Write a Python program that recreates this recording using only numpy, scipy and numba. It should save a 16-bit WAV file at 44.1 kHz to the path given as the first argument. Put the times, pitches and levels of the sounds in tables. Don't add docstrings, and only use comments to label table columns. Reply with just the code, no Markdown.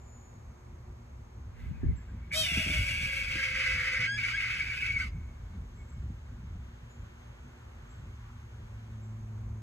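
import sys
import numpy as np
from scipy import signal
from scipy.fft import rfft, irfft, next_fast_len
from scipy.io import wavfile
from scipy.ndimage import uniform_filter1d
from numba import njit

SR = 44100
rng = np.random.default_rng(int(sys.argv[2]) if len(sys.argv) > 2 else 0)


def file_out(sig):
    cols = np.atleast_2d(sig).T
    lim = np.clip(cols, -1, 1)
    pcm = np.round(lim * 32767).astype(np.int16)
    wavfile.write(sys.argv[1], SR, pcm)


N = 424241
T = np.arange(N) / SR
LEFT_RIGHT = np.array([[1], [-1]])


def from_db(db):
    return 10 ** (np.asarray(db) / 20)


def unit_power(x):
    return x / np.sqrt(np.mean(x ** 2) + 1e-20)


def evened(x):
    return x / np.sqrt(np.abs(uniform_filter1d(x ** 2, size=1800)) + 1e-12)


def curves(rows):
    times, *columns = np.transpose(rows)
    return [np.interp(T, times, column) for column in columns]


def window(start_s, end_s, edge_s):
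    return np.clip(np.minimum(T - start_s, end_s - T) / edge_s + .5, 0, 1)


def swell(time_s, half_length_s):
    return np.exp(-((T - time_s) / half_length_s) ** 2)


def phase_of(pitch_hz):
    return 2 * np.pi * np.cumsum(pitch_hz) / SR


def butter(x, order, edge_hz, kind="low"):
    return signal.sosfilt(signal.butter(order, edge_hz, kind, fs=SR, output="sos"), x)


def noise():
    return rng.standard_normal(N)


def drift(rate_hz):
    return unit_power(butter(rng.standard_normal(N + SR), 2, rate_hz)[SR:])


def filtered(x, response):
    size = next_fast_len(N + SR)
    hz = np.maximum(np.fft.rfftfreq(size, 1 / SR), 1)
    return irfft(rfft(x, size) * response(hz), size)[..., :N]


def coloured(x, colour):
    points_hz, db = np.transpose(colour)

    def response(hz):
        ends = np.minimum(hz / points_hz[0], 1) * np.minimum(points_hz[-1] / hz, 1)
        return from_db(np.interp(np.log(hz), np.log(points_hz), db)) * ends ** 2

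    return filtered(x, response)


def coloured_noise(colour):
    return unit_power(coloured(noise(), colour))


def resonance(x, hz, width_hz):
    r = np.exp(-np.pi * width_hz / SR)
    feedback = [1, -2 * r * np.cos(2 * np.pi * hz / SR), r * r]
    return signal.lfilter(np.array([1, 0, -1]) * (1 - r * r) / 2, feedback, x)


@njit
def smoothed(x, step):
    out, level, slope = np.zeros_like(x), 0j, 0j
    for i in range(len(x)):
        slope += step[i] * (x[i] - level - np.sqrt(2) * slope)
        level += step[i] * slope
        out[i] = level
    return out


def moving_resonance(x, hz, width_hz):
    turn = np.exp(1j * phase_of(hz))
    return np.real(turn * smoothed(x / turn, np.pi * width_hz / SR))


# time_s, traffic_db, hiss_db
HUSH_LEVELS = [(0, -58, -71.5), (1.5, -59.5, -73.5), (2.3, -60.5, -75.5), (5.3, -59.5, -71),
               (6.5, -61, -72), (7.3, -59, -70.5), (8.8, -59, -70.5), (9.62, -58, -71.5)]
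# time_s, level_db
BREEZE = [(0, -80), (2.3, -69.5), (5.3, -68.5), (6.5, -67), (7.3, -64.5), (8.8, -66.5), (9.62, -74)]
# time_s, half_length_s, peak_db
RUSTLES = [(7.393, .025, -66), (7.63, .03, -68), (7.865, 0.031, -60), (8.3, .12, -64.5)]
# frequency_hz, level_db
TRAFFIC_COLOUR = [(100, 6.5), (250, 4), (450, 4), (700, -0.5), (1050, 1.5), (1600, -6.5), (2300, -10),
                  (3000, -23.5), (5000, -41)]
HISS_COLOUR = [(1500, -11), (2500, -12), (3500, -1), (5000, -6.5), (6600, 7), (7500, 0), (8500, -1),
               (11000, -6.5), (14000, -6)]
LEAF_COLOUR = [(1500, 10), (2700, -13), (3500, -6), (5000, -12.5), (10000, -26)]
RUSTLE_COLOUR = [(800, -2), (1150, 6), (1600, -2), (2400, -17)]
# centre_hz, width_hz, gain_db
HUSH_BANDS = [(2195, 54, -6.5), (6360, 12, 11.5)]


def hush():
    traffic_db, hiss_db = curves(HUSH_LEVELS)
    traffic = from_db(traffic_db + 0.5 * drift(3.9)) * coloured_noise(TRAFFIC_COLOUR)
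    traffic_lows = filtered(traffic, lambda hz: hz < 744)
    traffic -= 0.52 * window(8.14, 8.47, edge_s=.05) * traffic_lows
    hiss = from_db(hiss_db) * coloured_noise(HISS_COLOUR)
    leaves = from_db(curves(BREEZE)[0] + 1.9 * drift(6.6)) * coloured_noise(LEAF_COLOUR)
    swells = sum(from_db(db) * swell(s, half) for s, half, db in RUSTLES)
    rustles = swells * from_db(3.3 * drift(40)) * coloured_noise(RUSTLE_COLOUR)
    out = traffic + hiss + leaves + rustles
    return out + sum(from_db(db) * resonance(out, hz, width) for hz, width, db in HUSH_BANDS)


def side_foliage():
    def from_left(colour, lead_s):
        return filtered(coloured_noise(colour), lambda hz: np.exp(1j * np.pi * hz * lead_s * LEFT_RIGHT))

    rustle = from_left([(1800, 1), (2300, -0.5), (2750, 1), (3300, -5), (4200, -24)], lead_s=0.00018)
    hiss = from_left([(3200, -14), (4200, -0.5), (5200, -2), (6000, 1), (7000, -25)], lead_s=0.000078)
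    return from_db(curves(BREEZE)[0] - 2) * rustle + from_db(-78.5) * hiss


# time_s, firing_rate_hz, level_db
ENGINE = [(0, 114, -60.5), (3.9, 114, -54.5), (4.15, 114, -44.5), (4.45, 114, -52), (5.5, 114, -57.5),
          (7.5, 112, -66), (8.2, 111, -51), (8.76, 110, -48), (8.9, 109, -41), (9.62, 108, -40.5)]
# pitch_hz, level_db
HUM_TONES = [(120, -62), (238, -66.5), (360, -74)]


def machinery():
    firing_hz, level_db = curves(ENGINE)
    phase = phase_of(firing_hz * (1 + 0.006 * drift(6.8)))
    drone = np.sin(phase) + from_db(-14) * np.sin(2 * phase) + from_db(-29) * np.sin(3 * phase)
    engine = from_db(level_db + 1.2 * drift(4.7)) * drone
    hum = sum(from_db(db + 4.2 * drift(7.3)) * np.sin(2 * np.pi * hz * T + 0.86 * drift(6.2))
              for hz, db in HUM_TONES)
    return np.sqrt(2) * (engine + hum)


# time_s, level_db
AIR = [(0, -51.5), (1.5, -48), (2.3, -39.5), (3.3, -43.5), (4.2, -49), (5.2, -45), (6.9, -48.5), (7.7, -51),
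       (9.62, -47.5)]
# time_s, half_length_s, peak_db
GUSTS = [(1.703, 0.025, -40), (1.887, 0.036, -26.5), (2.586, 0.031, -36), (2.799, 0.027, -27.5),
         (2.988, 0.098, -40.5), (3.742, 0.044, -38), (4.684, 0.019, -42), (5.087, 0.16, -38),
         (5.603, 0.062, -38.5), (6.05, 0.068, -36), (6.537, 0.11, -40), (7.016, 0.026, -41),
         (8.124, 0.15, -46), (9.505, 0.05, -39.5)]
# frequency_hz, level_db
AIR_COLOUR = [(12, -45), (20, -29), (41, -2.5), (65, 5.5), (117, -6), (150, -12), (233, -19.5),
              (264, -24.5), (400, -36), (520, -44), (880, -120)]
# start_s, level_db, top_hz
HAND_BUMPS = [(1.707, -34, 200), (1.829, -30.5, 295), (1.885, -33.5, 200), (2.514, -36.5, 237),
              (2.566, -28, 282), (2.657, -31.5, 308), (2.694, -32.5, 275), (2.776, -34, 181),
              (3.352, -41, 297), (5.141, -39, 179), (6.051, -53, 236), (6.097, -40.5, 260),
              (6.43, -40.5, 193)]


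def rumble(bump_decay_s=0.012):
    air_power = from_db(curves(AIR)[0] + 3 * drift(5.8)) ** 2
    gust_power = sum(from_db(db) ** 2 * swell(s, half) for s, half, db in GUSTS)
    out = np.sqrt(air_power + gust_power) * evened(coloured(noise(), AIR_COLOUR))
    age = T[:SR // 2] / bump_decay_s
    for start_s, level_db, top_hz in HAND_BUMPS:
        knock = rng.standard_normal(len(age)) * (1 - np.exp(-8 * age)) * np.exp(-age)
        thud = unit_power(butter(knock, 4, [45, top_hz], "band"))
        at = int(start_s * SR)
        out[at:at + len(age)] += from_db(level_db) * thud * np.sqrt(2 * bump_decay_s)
    return out


def leaf_echoes(x, fade_s):
    tail = rng.standard_normal(SR) * from_db(-60 * T[:SR] / fade_s) * (T[:SR] > .002)
    return signal.fftconvolve(x, tail / np.linalg.norm(tail))[:N]


# start_s, length_s, pitch_hz, level_db
CHIRPS = [(-.1, 0.48, 6990, -65), (1.957, 0.04, 7520, -63.5), (5.733, .11, 7630, -72),
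          (5.875, 0.056, 7650, -68.5), (6.885, 0.078, 7000, -67), (7.885, 0.053, 7600, -67),
          (9.008, 0.068, 7430, -71)]


def small_birds():
    out, quaver = np.zeros(N), 1 + 0.013 * drift(260)
    for start_s, length_s, hz, level_db in CHIRPS:
        on = (T > start_s) & (T < start_s + length_s)
        progress = (T[on] - start_s) / length_s
        glide = -0.086 if length_s > .25 else .025
        pitch_hz = hz * (1 + glide * (progress - .5)) * quaver[on]
        out[on] += 2 * from_db(level_db) * np.sin(np.pi * progress) * np.sin(phase_of(pitch_hz))
    return from_db(-2.5) * out + from_db(-3) * leaf_echoes(out, fade_s=0.53)


# time_s, half_length_s, peak_db
LINGERING_SWELLS = [(5.147, 0.051, -64), (5.28, .04, -64), (5.53, 0.03, -69), (5.812, 0.026, -59),
                    (5.96, .07, -69)]


def lingering_tone(pitch_hz=2203):
    level = sum(from_db(db) * swell(s, half) for s, half, db in LINGERING_SWELLS)
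    return np.sqrt(2) * level * np.sin(phase_of(pitch_hz * (1 + .008 * drift(59))))


# delay_s, strength (minus flips the wave)
LIMB_ECHOES = [(.001423, .14), (.001888, .13), (.00517, -.07), (.009076, -.1)]
# time_s, delay_s
GROUND_ECHO = [(3.25, .009775), (3.5, .00995)]


def with_near_echoes(x):
    def limbs(hz):
        echoes = sum(strength * np.exp(-2j * np.pi * hz * delay_s) for delay_s, strength in LIMB_ECHOES)
        return echoes / (1 + (hz / 4200) ** 6)

    ground = np.interp(T - curves(GROUND_ECHO)[0], T, x)
    return x + filtered(x, limbs) + .38 * ground


# time_s, level_db
WHEEZE_LEVELS = [(1.54, -71), (1.6, -59.5), (1.68, -61), (1.74, -68), (1.95, -66), (2.1, -68.5),
                 (2.32, -67)]
# frequency_hz, level_db
WHEEZE_COLOUR = [(900, -18), (1600, 4.5), (2200, 5.5), (3200, -5), (6000, -17), (12000, -18)]
# start_s, end_s, first_hz, last_hz, level_db
SQUEAKS = [(1.578, 1.686, 2030, 2104, -67), (1.67, 1.793, 1550, 1600, -70),
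           (1.722, 1.827, 2496, 2340, -67.5), (1.806, 1.884, 1776, 1750, -62.5),
           (1.855, 1.94, 2190, 2100, -66.5), (1.974, 2.024, 1730, 1690, -61),
           (2.087, 2.103, 1580, 1664, -60), (2.175, 2.307, 2110, 2340, -71)]


def wheeze():
    level = from_db(curves(WHEEZE_LEVELS)[0]) * window(1.54, 2.32, edge_s=0.0264)
    out = level * coloured_noise(WHEEZE_COLOUR)
    quaver, tremble = 1 + 0.04 * drift(220), from_db(3 * drift(35))
    for start_s, end_s, first_hz, last_hz, level_db in SQUEAKS:
        pitch_hz = np.interp(T, [start_s, end_s], [first_hz, last_hz]) * quaver
        level = from_db(level_db) * tremble * window(start_s, end_s, edge_s=0.028)
        out += np.sqrt(2) * level * np.sin(phase_of(pitch_hz))
    return out


START_S, CRY_END_S, COLLAPSE_S, END_S = 2.305, 2.46, 4.99, 5.09
CLEAR_START_S, CLEAR_END_S = 2.35, 2.435


def sag(decay_s):
    return np.exp(-np.maximum(T - CRY_END_S, 0) / decay_s)


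def syrinx(pitch_hz, rough, jitter=.105, air=1.6):
    cycles = np.cumsum(pitch_hz * (1 + jitter * rough * drift(300))) / SR
    phase = 2 * np.pi * cycles
    pulses = np.diff(np.floor(cycles), prepend=0) - pitch_hz / SR
    puffs = noise() * (1 + np.cos(phase))
    return unit_power(pulses) + air * rough * unit_power(puffs), phase


# time_s, power_share
RINGING = [(2.43, .05), (2.51, 0.41), (2.66, 0.26), (2.76, 0.69), (2.95, 0.34), (3.03, 0.23), (3.25, .35),
           (3.4, 0.08), (4.05, 0.071), (4.24, 0.43), (4.52, .1), (4.66, .4), (5.0, 0.27)]


def throat_tone(pulses, centre_hz, width_hz, swing_limit=2.0):
    band = moving_resonance(pulses, centre_hz * (1 + 0.032 * drift(29)), width_hz)
    band = evened(butter(band, 6, 1300, "high"))
    swing = np.abs(signal.hilbert(band, next_fast_len(N))[:N])
    band = evened(band / np.hypot(1, swing / swing_limit))
    share = np.clip(curves(RINGING)[0], 0, 1)
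    ring = np.sqrt(2) * np.sin(phase_of(centre_hz * (1 + .036 * drift(70))))
    return np.sqrt(1 - share) * band + np.sqrt(share) * ring


def low_tone(pulses, throat_hz, width_hz, collapse):
    centre_hz = 1533 + 0.68 * (throat_hz - throat_hz.mean()) - 320 * collapse
    shaped = coloured(pulses, [(1000, -11), (1350, 2), (4000, -3)])
    return evened(moving_resonance(shaped, centre_hz, 0.78 * width_hz))


# frequency_hz, level_db
RASP_COLOUR = [(1300, 3.5), (2500, -2), (3500, 7), (4200, 6.5), (5000, 11), (5750, 3), (6150, 3),
               (7200, -1.5), (7900, -20), (9200, 0), (10000, -41), (11200, -25), (12300, -26), (14000, -43)]
TREBLE_COLOUR = [(7500, 0), (9000, 7.5), (11000, 0.5), (13000, -10), (14000, -17)]
# time_s, level_db
TREBLE_LEVELS = [(2.46, -1), (3.2, -5), (3.4, -11), (4.05, -13.5), (4.28, -13.5), (5.0, -8.5)]


def rasp(pulses):
    body = unit_power(coloured(pulses + 1.5 * noise(), RASP_COLOUR))
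    treble = unit_power(coloured(pulses + 2.1 * noise(), TREBLE_COLOUR))
    build_up = window(START_S + 0.025, END_S + 1, edge_s=0.03)
    return evened(body + from_db(curves(TREBLE_LEVELS)[0]) * treble) * build_up


# time_s, strength
BASE_STRENGTH = [(2.325, 0.12), (2.35, 0.94), (4.07, 0.67), (4.18, 0.31)]


def base_tone(phase, rough, clear):
    stutter_db = 3.6 * rough * drift(23)
    dip_db = -8 * swell(CRY_END_S, 0.083)
    tone = np.sin(phase) + from_db(-11) * clear * np.sin(2 * phase)
    return np.sqrt(2) * from_db(stutter_db + dip_db) * curves(BASE_STRENGTH)[0] * tone


# start_s, end_s, first_hz, last_hz, level_db, hoarse_change_db
CRACKS = [(2.328, 2.336, 2266, 2400, -23.5, -1), (4.044, 4.067, 2072, 2124, -29.5, 3),
          (4.073, 4.173, 1587, 1689, -31, -15.5), (4.178, 4.196, 2335, 2290, -26.5, -0.5),
          (4.335, 4.365, 1566, 1685, -31, -7), (4.371, 4.4, 2215, 2166, -29, -1.5),
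          (4.429, 4.447, 2210, 2210, -35, 1.5), (4.579, 4.624, 2237, 2240, -35.5, 1.5),
          (4.683, 4.73, 2345, 2250, -31, -1.5), (4.775, 4.81, 2498, 2455, -33, -2),
          (4.821, 4.836, 2300, 2200, -26.5, -0.5), (4.881, 4.915, 2267, 2195, -29, -4.5),
          (4.931, 4.984, 2300, 2167, -29, -6.5), (5.012, 5.028, 1580, 1470, -32, -3)]
# pitch_multiple, level_db
WHISTLE_TONES = [(1, -2), (2, -13), (3, -14.5), (4, -22), (5, -29.5)]
# pitch_hz, overtones_db
WHISTLE_PURITY = [(1600, -1.5), (2250, -18)]


def whistles():
    out, hoarse_db, waver = np.zeros(N), np.zeros(N), 1 + 0.0043 * drift(116.6)
    for start_s, end_s, first_hz, last_hz, level_db, hoarse_change_db in CRACKS:
        gate = window(start_s, end_s, edge_s=0.013)
        on = gate > 0
        phase = phase_of(np.interp(T[on], [start_s, end_s], [first_hz, last_hz]) * waver[on])
        overtones_db = np.interp(first_hz, *np.transpose(WHISTLE_PURITY))
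        tone = sum(from_db(db + overtones_db * (k > 1)) * np.sin(k * phase) for k, db in WHISTLE_TONES)
        out[on] += np.sqrt(2) * from_db(level_db) * gate[on] * tone
        hoarse_db += hoarse_change_db * gate
    return out, from_db(hoarse_db)


# time_s, level_db
EFFORT = [
    [(2.48, -34.5), (2.926, -35), (3.302, -37.5), (3.376, -33.5), (4.05, -33)],
    [(4.39, -35), (4.786, -36), (4.954, -32.5), (5.074, -42.5), (5.08, -40.5)],
]
# time_s, centre_hz, width_hz
THROAT = [(2.4, 2350, 380), (2.55, 2320, 430), (2.82, 2250, 340), (2.94, 2300, 340), (3.28, 2240, 480),
          (3.42, 2180, 540), (4.05, 2090, 520), (4.19, 2300, 460), (4.42, 2180, 520), (4.55, 2190, 580),
          (4.65, 2370, 460), (4.72, 2280, 460), (4.79, 2430, 420), (4.84, 2230, 440), (4.92, 2320, 400),
          (4.98, 2170, 340)]
# first_hz, last_hz, cry_lift_hz, width_hz,
# level_db, cry_db, fresh_db, fade_db_per_s, collapse_db
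SIDE_TONES = [(2806, 2450, 380, 460, -5.5, 2, 5.5, 2.0, -4), (3480, 2760, 350, 430, -13.5, 4.5, 8, 3, 13),
              (5640, 5730, 60, 710, -25, 1, 15, 6.5, -5)]


def hawk_scream():
    age_s = np.clip(T, START_S, END_S) - START_S
    cry, fresh = swell(2.389, .054), sag(decay_s=0.83)
    clear = window(CLEAR_START_S, CLEAR_END_S, edge_s=.05)
    falter = 0.6 * swell(4.3, 0.027)
    collapse = np.clip((T - COLLAPSE_S) / (END_S - COLLAPSE_S), 0, 1) + falter
    rough = np.clip((.55 + .12 * age_s) * (1 - .8 * clear), 0, 1)
    cry_hz, hoarse_hz = 560.9 + 81.15 * cry, 512.8 + 190.8 * sag(decay_s=.42)
    effort_db, = curves(np.vstack(EFFORT))
    throat_hz, throat_width_hz = curves(THROAT)

    def gain(level_db, cry_db, fresh_db, fade_db_per_s, collapse_db):
        change_db = cry_db * cry + fresh_db * fresh - fade_db_per_s * age_s + collapse_db * collapse
        return from_db(effort_db + level_db + change_db)

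    pulses, phase = syrinx(np.where(T < CRY_END_S, cry_hz, hoarse_hz), rough)
    throat = throat_tone(pulses, throat_hz, throat_width_hz)
    low = low_tone(pulses, throat_hz, throat_width_hz, collapse)
    voice = throat * gain(1.9, cry_db=-5, fresh_db=-2, fade_db_per_s=.5, collapse_db=3)
    voice += low * gain(-9.5, cry_db=-6, fresh_db=-4.5, fade_db_per_s=.5, collapse_db=4)
    sides_on = window(CLEAR_START_S, END_S + 1, edge_s=0.057)
    for first_hz, last_hz, cry_lift_hz, width_hz, *mix in SIDE_TONES:
        centre_hz = last_hz + (first_hz - last_hz) * fresh + cry_lift_hz * cry
        waver = 1 + 0.046 * rough * drift(44)
        side = evened(moving_resonance(pulses, centre_hz * waver, width_hz * (1 - .45 * fresh)))
        voice += side * gain(*mix) * sides_on
    voice += rasp(pulses) * gain(-8, cry_db=10, fresh_db=2, fade_db_per_s=2, collapse_db=8)
    base = base_tone(phase, rough, clear)
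    voice += base * gain(-14, cry_db=18, fresh_db=-2.5, fade_db_per_s=5.5, collapse_db=-7)
    clean, hoarse_gain = whistles()
    flutter = from_db(rough * (1.66 * drift(42) + drift(6.8)))
    fade_in = from_db(-20 * np.clip(1 - age_s / 0.012, 0, 1))
    fade_out = np.clip((END_S - T) / .05, 0, 1) ** .5
    outline = fade_in * fade_out * window(START_S, END_S, edge_s=0.013)
    return voice * flutter * hoarse_gain * outline + clean


# frequency_hz, level_db
UNSHARED_COLOUR = [(100, -4.5), (300, -7.5), (700, -1), (1500, -5.5), (3300, 3), (5400, -3.5), (7200, -19),
                   (13000, -23.5)]
# frequency_hz, lead_radians
LEFT_LEAD = [(0, 0), (1030, 0.8), (1290, -0.2), (2240, 1.0), (2840, 2.5), (3530, 0.2), (5250, 3.3),
             (5860, 5.4), (7490, 6.5), (9390, 9.2), (10200, 9.6), (11800, 12.5), (13000, 12.5),
             (13900, 15.5)]


def scene():
    birds = with_near_echoes(hawk_scream() + wheeze()) + small_birds()
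    far_echo = coloured(leaf_echoes(birds, fade_s=1.8), [(500, 6), (2200, 1), (5000, -13), (12000, -12)])
    canopy = leaf_echoes(birds, fade_s=0.089)
    shared = birds + from_db(-10) * canopy + from_db(-28) * far_echo + lingering_tone()
    shared = shared * from_db(0.25 * LEFT_RIGHT)
    unshared = from_db(-5.5) * leaf_echoes(birds, fade_s=0.11) + from_db(3) * hush()
    outdoors = shared + hush() + coloured(unshared, UNSHARED_COLOUR) * LEFT_RIGHT
    swirl = from_db(-3) * window(1.53, 1.97, edge_s=.05)
    wind = rumble() + (from_db(-56) + swirl) * rumble() * LEFT_RIGHT
    ports = from_db(-3) * outdoors + wind + machinery()
    lead = np.transpose(LEFT_LEAD)
    return filtered(ports, lambda hz: np.exp(.5j * np.interp(hz, *lead) * LEFT_RIGHT)) + side_foliage()


def record(dry, cutoff_hz=14300):
    return signal.sosfilt(signal.ellip(10, .3, 80, cutoff_hz, fs=SR, output="sos"), dry)


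dry = scene()
out = record(dry)
file_out(out)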